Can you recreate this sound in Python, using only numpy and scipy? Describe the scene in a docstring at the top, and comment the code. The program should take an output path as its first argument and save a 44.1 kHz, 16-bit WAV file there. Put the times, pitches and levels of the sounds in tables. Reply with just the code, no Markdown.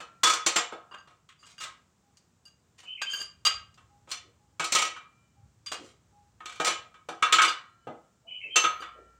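"""A steel pump handle is pulled from the jack of a workshop press, tried on the release valve and laid down.
Loose plates clank on the frame, springs sing on, the handle clinks, ticks and scrapes, a socket lands on the bed.
Contacts are noise bursts through steel resonances; springs and socket are decaying sines; a brick room answers.
Soft bumps and shuffles are noise puffs. Outside, a bird of wavering tones calls twice and sine hoots come from far.
One microphone takes it all in, over quiet air, a swelling low rumble and a late hum.
"""
import sys
import numpy as np
from scipy import signal
from scipy.fft import rfft, irfft, next_fast_len
from scipy.io import wavfile
from scipy.ndimage import map_coordinates

SR = 44100
rng = np.random.default_rng(int(sys.argv[2]) if len(sys.argv) > 2 else 0)


def store_wav(level_fs):
    """Save 16-bit WAV to argv[1]."""
    pcm = np.round(np.clip(np.atleast_2d(level_fs), -1, 1) * 32767)
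    wavfile.write(sys.argv[1], SR, pcm.T.astype(np.int16))


N = 405259

# Blows on the press frame and its loose plates:
# start_s, level_db, hardness_db_per_octave, clang_db, rattle_s, struck_spot_hz
FRAME_BLOWS = [(.003, -43.5, -0.75, 6, 0.0022, 2575), (.233, -18.5, 4, 7.5, .095, 3430),
               (.462, -22.5, 3.5, -1, 0, 7243), (.559, -22.5, 2.4, 2.5, 0, 7360),
               (.722, -39.5, -6, 4.5, 0.0027, 2180), (1.073, -58.5, -1.5, 6, 0.039, 2750),
               (1.607, -40.5, 4.5, 12.5, 0.00079, 2850), (1.637, -41.5, 2.5, 9.5, 0, 2020),
               (2.831, -58.5, 0.5, 2.5, 0, 3028), (3.775, -58.5, -0.2, 9, 0.00044, 2670),
               (4.074, -55.5, -4.6, 4, 0, 3460), (4.114, -34.5, 7, 4, 0, 4206),
               (4.596, -29.5, 0.5, 6.4, 0, 2554), (4.641, -33.5, 7.5, 7.8, 0.0039, 5910),
               (4.721, -25.5, 5, 1.5, .015, 5680), (4.749, -21.5, 3, 5.5, .085, 1271),
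               (4.962, -44, -0.5, 15.5, 0.0041, 2340), (6.404, -46.5, -4.5, 14.5, 0.00096, 1820),
               (6.456, -41, 3, 8.5, 0.11, 2325), (6.599, -28, -2.5, 4.5, 0.0028, 2400),
               (6.646, -28.5, 4.5, 3.5, 0.00094, 4200), (6.669, -25, 2, 3.5, 0.019, 5897),
               (6.941, -55, -0.8, 14, 0.00017, 2310), (7.087, -37, -3.5, 1.5, 0.0015, 2314),
               (7.224, -20, 1.2, 18, 0, 2296), (7.324, -17.5, 4, 12.5, 0.0013, 1266),
               (7.384, -18, 1.5, 20, .008, 2234), (7.417, -21, 3.5, 10.5, 0.053, 3520),
               (7.87, -39, -9.5, 3.5, 0, 2030), (8.558, -21, 3, 5.5, 0.0044, 6210),
               (8.639, -22, -1, 15, 0.0024, 1278), (8.821, -39, -1.5, 14.5, 0.00084, 1240)]
# Knocks of the handle; a loose grip lets it ring. The last row, at 8.80 s, is the socket's small second ping as
# it bounces: # start_s, level_db, hardness_db_per_octave, clang_db, ring_db, struck_spot_hz
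HANDLE_KNOCKS = [(.912, -48.5, -1, 11.5, -3.5, 2850), (.939, -46, -2, 13, -13, 2850),
                 (.984, -56.5, 2.5, 7, 2, 2850), (1.289, -55.5, 9, 24, -25.5, 2826),
                 (1.428, -56.5, 3, 14, -5, 2850), (1.58, -49, 8, 12, -5.5, 2850),
                 (2.453, -54.5, 7, 1, 2.5, 2850), (3.016, -33, 3.5, 7.5, -6, 1590),
                 (3.133, -35.5, 5.5, 12, 20.5, 1590), (3.195, -37.5, 5.5, 0.5, 10, 1590),
                 (3.451, -22, 7.5, 8, -4, 1288), (3.467, -26.5, 4.5, 6, -8, 1180),
                 (5.661, -39.5, 11, 8, -7.5, 3480), (5.717, -35, 1.5, 3, -15.5, 2850),
                 (7.475, -31.5, 3, 5.5, 6, 4748), (8.80, -49.5, 0, 0, -1, 4700)]
# The handle slides over steel: start_s, end_s, level_db, ring_db
HANDLE_SLIDES = [(1.375, 1.46, -65.5, -6.5), (1.446, 1.542, -57.5, -17), (1.597, 1.656, -44.5, -39),
                 (2.779, 2.814, -54.5, -33), (3.077, 3.263, -41, -1), (4.086, 4.138, -48, -23),
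                 (5.77, 5.935, -61.5, -20)]
# Resonances of the press frame, width before squaring, level before the ring setting:
# centre_hz, width_hz, level_db
FRAME_MODES = [(161, 27, 13), (334, 28, 11), (481, 32, 6), (717, 16, 10), (1076.8, 31, 8.5),
               (1267, 56, 15.5), (1334, 29, 5.5), (1613, 23, 9), (1922, 45, 6), (2229, 100, 7),
               (2380, 140, 4.5), (2725, 50, 5), (2990, 30, 11), (3520, 90, 6.5), (3830, 50, 4),
               (4275, 80, 10), (4930, 61, -2), (6020, 140, 11), (5790, 80, 8), (7550, 150, 6.5),
               (7080, 40, 10), (7480, 43, 8.5)]
# Bending modes of the handle, in the same terms: centre_hz, width_hz, level_db
HANDLE_MODES = [(1180, 210, -1.5), (1590, 40, 17), (2850, 87, 17), (3160, 300, 4.5), (4748, 160, 26.5),
                (5020, 55, 11), (6544, 100, 20), (7280, 52, 15), (9060, 230, 12), (11180, 110, 15),
                (14370, 80, 24.5)]
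# Colour of a steel contact: frequency_hz, relative_level_db
CONTACT_COLOUR = [(40, -39.5), (120, -20), (300, -8), (600, -5), (850, -4.5), (1200, 4), (1700, -1.5),
                  (3000, 1.5), (5000, -1), (7600, -0.5), (9000, -9), (10500, -20), (13300, -27),
                  (15300, -21.5), (16500, -34)]
# Edges between thud, clang, body and crack: edge_hz
BAND_EDGES_HZ = [950, 1800, 4000]
# Thud, clang, body and crack of a contact: centre_hz, share_of_clang (a plain ratio)
CONTACT_BANDS = [(600, 0), (1300, 1.065), (2700, 0.76), (6000, 0.0078)]
# Return springs of the press: pitch_hz, relative_level_db, t60_s
SPRING_MODES = [(1046, -11, .7), (1134, -10, .7), (1362, 0, 1.7), (1631, -13, .9), (1798, -11, 1.3),
                (1922, -11, 1.1), (2318, -12, 1.1), (2369, -9, .9), (2869, -10, .7), (3166, -12, .7),
                (4090, -11, .7)]
# Blows that reach the springs: start_s, level_db, favoured_mode_hz, its_lead_db
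SPRING_HITS = [(0, -61.5, 1362, 7), (0.232, -51, 1362, 4), (4.964, -68.5, 2369, 21),
               (7.389, -52.5, 4090, 13.5), (8.638, -43, 1362, 0)]
# Ring of the small steel socket: pitch_hz, level_db, t60_s
SOCKET_MODES = [(2690, -17, 0.24), (6280, -17, 0.3), (12328, -52, 0.54)]
# Reverberation of the room: frequency_hz, t60_s
ROOM_DECAY = [(150, 0.043), (400, 0.36), (1040, 0.38), (2760, 0.33), (7280, 0.24), (15000, 0.13)]
# Bird calls outside: start_s, level_db
BIRD_CALLS = [(2.828, -45), (8.262, -45.5)]
# Syllables of one call: offset_s, length_s, top_pitch_hz, relative_level_db, rasp (0-1)
CALL_SYLLABLES = [(0, .145, 3014, -2, 0.4), (0.131, .1, 2598, -2, .55), (0.217, .125, 3130, 4, .2)]
# Far hoots: start_s, length_s, pitch_hz, level_db
FAR_HOOTS = [(2.019, 0.097, 812, -74), (3.881, 0.11, 816, -69.5), (4.387, 0.11, 828, -67),
             (5.36, 0.06, 812, -71.5), (6.115, 0.12, 827.3, -63)]
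# Colour of the quiet air: frequency_hz, relative_level_db
AIR_COLOUR = [(25, -24.5), (60, -2.5), (160, 4.5), (300, -4.5), (600, -10.5), (1250, -11.5), (2000, -18),
              (4500, -21), (6500, -17), (7500, -15.5), (9500, -28), (12500, -41), (15000, -26.5),
              (16000, -33.5)]
# Soft bumps and shuffles, length before the room answers: start_s, length_s, centre_hz, level_db
SOFT_PUFFS = [(3.498, .12, 66, -64), (4.215, 0.084, 348, -67.5), (5.364, 0.12, 96, -58.5),
              (5.759, 0.1, 332, -53.5), (7.865, 0.0387, 168, -48.5), (8.188, 0.17, 627, -67),
              (8.419, 0.085, 400, -62), (8.931, 0.094, 450, -58)]
# The low hum sets in: time_s, level_db
HUM_LEVEL = [(8.4, -86.5), (8.7, -70.5), (9.19, -66.5)]
# Peaks of the low rumble: peak_s, level_db
RUMBLE_PEAKS = [(3.5, -63.5), (5.55, -65)]
# Unevenness of the dense steel modes: frequency_hz, spread_db
MODE_UNEVENNESS = [(500, 1), (2500, 2), (8000, 3.5)]

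# A loose plate rebounds at a near-even pace; strength is against the blow, loss is per rebound
REBOUND_S, REBOUND_SCATTER_S, REBOUND_DB, REBOUND_LOSS_DB = .034, .003, -6, 1.4
FRAME_RING_DB = -6  # the frame's resonances against its bed of dense modes
MODE_SPACING_HZ = 70
# The handle's tip ticks faintly while it is fitted to the valve; hardness in dB per octave
TICK_SPAN_S, TICK_DB, TICK_SCATTER_DB, TICK_HARDNESS = (1.85, 3.8), -65.5, 2, 8
# Share by which the pitch sags at both ends; share of the length spent swelling and fading
SYLLABLE_ARCH, SYLLABLE_FADE = 0.034, 0.54
# The rumble swells quickly and ebbs slowly
RUMBLE_REST_DB, SWELL_DB_PER_S, EBB_DB_PER_S = -76.5, 25, 6
TOP_HZ = 16100  # band limit of the phone
T = np.arange(int(.7 * SR)) / SR  # clock of one contact or room tail (s)


def amp(db):
    """Decibels to gain."""
    return 10 ** (np.asarray(db) / 20)


def unit(x):
    """Scale to rms 1."""
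    return x / np.sqrt(np.mean(x ** 2) + 1e-20)


def along(points, hz):
    """Read (Hz, value) points on a log frequency axis."""
    f, v = np.transpose(points)
    return np.interp(np.log(hz + 1), np.log(f + 1), v)


def add(track, s, sound):
    """Mix a sound into the track at a time in seconds."""
    part = track[max(0, round(s * SR)):][:len(sound)]
    part += sound[:len(part)]


def wobble(rate, size):
    """A smooth random curve of rms 1 with rate knots a second."""
    knots = rng.standard_normal(int(size * rate / SR) + 4)
    return unit(map_coordinates(knots, [np.arange(size) * rate / SR]))


def filtered(x, response):
    """Shape the spectrum of x by a response of frequency."""
    m = next_fast_len(len(x) + 4096)
    spectrum = rfft(x, m) * response(np.fft.rfftfreq(m, 1 / SR))
    return irfft(spectrum, m)[..., :len(x)]


def tail():
    """The room's answer: noise that dies at its own pace in each frequency band."""
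    hz, t, z = signal.stft(rng.standard_normal(len(T)), SR, nperseg=256)
    decay = amp(-60 * t / along(ROOM_DECAY, hz)[:, None])
    return signal.istft(z * decay, SR, nperseg=256)[1][:len(T)]


def in_room(x, wet_db):
    """A sound plus its reverberation."""
    answer = unit(tail()) / np.sqrt(len(T))
    return np.pad(x, (0, len(T) - 1)) + amp(wet_db) * signal.fftconvolve(x, answer)


def steel(modes, ring_db):
    """Response of a steel part: an uneven bed of dense modes plus a few steep resonances."""
    hz = np.arange(0, SR // 2, 3)
    peaks = 0
    for centre, width, db in modes:
        resonance = 1j * hz * width / (centre * centre - hz * hz + 1j * hz * width)
        peaks = peaks + amp(db) * resonance ** 2
    crowd_db = along(MODE_UNEVENNESS, hz) * wobble(SR * hz[1] / MODE_SPACING_HZ, len(hz))
    response = amp(along(CONTACT_COLOUR, hz) + crowd_db) * (1 + amp(ring_db) * peaks)
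    return lambda f: np.interp(f, hz, response)


def contact(direct_db, chatter_t60, rise, uneven_db):
    """Steel meets steel: uneven decaying chatter with a room tail; t60 and rise in seconds."""
    level_db = direct_db - 60 * T / chatter_t60 + uneven_db * wobble(400, len(T))
    chatter = amp(level_db) * rng.standard_normal(len(T))
    return (chatter + tail()) * (1 - np.exp(-T / rise))


def struck(force, part, hardness, clang_db):
    """A part's answer, near rms 1 at its start: hardness tilts it to the treble, clang lifts its middle."""
    sound = filtered(force, part)
    band_of = lambda f: np.digitize(f, BAND_EDGES_HZ) == np.arange(len(CONTACT_BANDS))[:, None]
    strength = np.std(filtered(sound, band_of)[:, :SR // 25], axis=1)  # over the first 40 ms
    centre_hz, clang_share = np.transpose(CONTACT_BANDS)
    weight = amp(hardness * np.log2(centre_hz) + clang_db * clang_share)
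    gain_db = 20 * np.log10(weight / np.linalg.norm(weight) / strength)
    # Flat gain inside each band, sloping across its edges
    slope_hz = np.outer(BAND_EDGES_HZ, [.85, 1.15]).ravel()
    slopes = np.c_[slope_hz, np.repeat(gain_db, 2)[1:-1]]
    return filtered(sound, lambda f: amp(along(slopes, f)))


def ring(modes, waver):
    """One second of freely decaying (Hz, dB, t60) modes whose strength wavers by some dB."""
    t = np.arange(SR) / SR
    total = np.zeros(SR)
    for hz, db, t60 in modes:
        level_db = db - 60 * t / t60 + waver * wobble(40, SR)
        total += amp(level_db) * np.sin(2 * np.pi * hz * t)
    return (1 - np.exp(-t / 0.0025)) * total


def background(air_db, hum_hz):
    """Filtered noise makes quiet air and a low rumble that comes and goes; a sine makes the late hum."""
    t = np.arange(N) / SR
    air = unit(filtered(rng.standard_normal(N), lambda f: amp(along(AIR_COLOUR, f))))
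    # Rumble colour: frequency_hz, relative_level_db
    low_colour = [(25, -33.5), (45, -19.5), (60, -0.5), (100, 3.0), (220, -16.0), (600, -70.0)]
    low = unit(filtered(rng.standard_normal(N), lambda f: amp(along(low_colour, f))))
    swells_db = [db - np.maximum(SWELL_DB_PER_S * (s - t), EBB_DB_PER_S * (t - s))
                 for s, db in RUMBLE_PEAKS]
    rumble_db = np.maximum(RUMBLE_REST_DB, np.max(swells_db, axis=0))
    hum = amp(np.interp(t, *np.transpose(HUM_LEVEL))) * unit(np.sin(2 * np.pi * hum_hz * t))
    wavering_air_db = air_db + 0.59 * wobble(6.7, N)
    return amp(wavering_air_db) * air + amp(rumble_db) * low + hum


def springs():
    """Blows on the frame shake the return springs; each blow favours one decaying mode."""
    out = np.zeros(N)
    for s, db, favoured_hz, lead_db in SPRING_HITS:
        favoured = np.argmin([abs(mode[0] - favoured_hz) for mode in SPRING_MODES])
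        modes = [(hz, level + lead_db * (k == favoured), t60)
                 for k, (hz, level, t60) in enumerate(SPRING_MODES)]
        add(out, s, amp(db) * ring(modes, waver=1.2))
    return out


def clanks(note_db, note_width_hz):
    """A blow rings the frame and the note of its spot; a loose plate rebounds while it rattles."""
    out = np.zeros(N)
    touch = lambda: contact(direct_db=1.5, chatter_t60=.1, rise=.0012, uneven_db=2)
    for s, db, hardness, clang_db, rattle_s, note_hz in FRAME_BLOWS:
        force = touch()
        for k in range(int(np.ceil(rattle_s / REBOUND_S))):
            # A last, incomplete gap gives a weaker rebound
            strength = amp(REBOUND_DB - REBOUND_LOSS_DB * k) * min(1, rattle_s / REBOUND_S - k)
            rebound_s = (k + 1) * REBOUND_S + REBOUND_SCATTER_S * rng.standard_normal()
            add(force, rebound_s, strength * touch())
        part = steel([*FRAME_MODES, (note_hz, note_width_hz, note_db)], FRAME_RING_DB)
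        add(out, s, amp(db) * struck(force, part, hardness, clang_db))
    return out


def clinks(note_db, note_width_hz):
    """Each knock rings the handle's bending modes and the note of its spot."""
    out = np.zeros(N)
    for s, db, hardness, clang_db, ring_db, note_hz in HANDLE_KNOCKS:
        force = contact(direct_db=4.5, chatter_t60=.094, rise=.00069, uneven_db=6)
        part = steel([*HANDLE_MODES, (note_hz, note_width_hz, note_db)], ring_db)
        add(out, s, amp(db) * struck(force, part, hardness, clang_db))
    return out


def scrapes(grain_db):
    """Sliding steel catches in tiny uneven slips that sound the handle."""
    out = np.zeros(N)
    for start, end, db, ring_db in HANDLE_SLIDES:
        size = max(256, int((end - start) * SR))
        grain = amp(grain_db * wobble(300, size))
        slips = rng.standard_normal(size) * grain * signal.windows.tukey(size)
        sound = filtered(in_room(slips, wet_db=-2), steel(HANDLE_MODES, ring_db))
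        add(out, start, amp(db) * sound / np.std(sound[:size]))
    return out


def ticks(count, ring_db):
    """Light, damped touches of the handle's tip, at uneven moments."""
    out = np.zeros(N)
    slots = (np.arange(count) + rng.random(count)) / count
    for s in np.interp(slots, [0, 1], TICK_SPAN_S):
        force = contact(direct_db=10.5, chatter_t60=.06, rise=0.00077, uneven_db=-1.5)
        level = amp(TICK_DB + TICK_SCATTER_DB * rng.standard_normal())
        add(out, s, level * struck(force, steel(HANDLE_MODES, ring_db), TICK_HARDNESS, 0))
    return out


def hoots():
    """Faint hoots from far away: sines of steady pitch with reverberation."""
    out = np.zeros(N)
    for s, length, hz, db in FAR_HOOTS:
        t = T[T < length]
        hoot = signal.windows.tukey(len(t)) * np.sin(2 * np.pi * hz * t)
        add(out, s, amp(db) * in_room(hoot, wet_db=0.5))
    return out


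def bird(rasp_hz, low_ratio, low_db):
    """Arched syllables from both sides of the syrinx: a whistle above a lower rasp, blurred by the walls."""
    out = np.zeros(N)
    tone = lambda pitch: np.sin(2 * np.pi * np.cumsum(pitch) / SR)
    for start, call_db in BIRD_CALLS:
        for s, length, top_hz, db, rasp in CALL_SYLLABLES:
            size = int(length * SR)
            hz = top_hz * (1 - SYLLABLE_ARCH * np.linspace(-1, 1, size) ** 2)
            whistle = tone(hz + rasp_hz * rasp * wobble(250, size))
            burr_level = amp(low_db + 3.6 * wobble(250, size)) * rasp
            burr = burr_level * tone(low_ratio * hz + 110 * wobble(400, size))
            syllable = signal.windows.tukey(size, SYLLABLE_FADE) * (whistle + burr)
            add(out, start + s, amp(call_db + db) * in_room(syllable, wet_db=6.0))
    return out


def shuffles():
    """Dull reverberant noise puffs, each round its centre: bumps, shuffles, the low thud under one blow."""
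    out = np.zeros(N)
    for s, length, hz, db in SOFT_PUFFS:
        size = int(length * SR)
        rub = in_room(rng.standard_normal(size) * signal.windows.hann(size), wet_db=8)
        puff = filtered(rub, lambda f: amp(-22 * np.log2((f + 1) / hz) ** 2))
        add(out, s, amp(db) * puff / np.std(puff[:size]))
    return out


def socket():
    """The socket rings with a few clear decaying modes as it lands on the bed."""
    out = np.zeros(N)
    add(out, 8.559, ring(SOCKET_MODES, waver=1.72))
    return out


def scene():
    """Press, handle, soft puffs and background summed at the one microphone."""
    outside = background(air_db=-69.5, hum_hz=59.3) + hoots() + bird(rasp_hz=143, low_ratio=.87, low_db=-4)
    press = springs() + clanks(note_db=13.5, note_width_hz=120) + socket()
    handle = clinks(note_db=19, note_width_hz=150) + scrapes(grain_db=4) + ticks(count=4, ring_db=-18)
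    return (press + handle + shuffles() + outside)[None]


def record(dry):
    """The phone's microphone channel keeps nothing above its band limit."""
    return filtered(dry[0], lambda f: f < TOP_HZ)[None]


dry = scene()
out = record(dry)
store_wav(out)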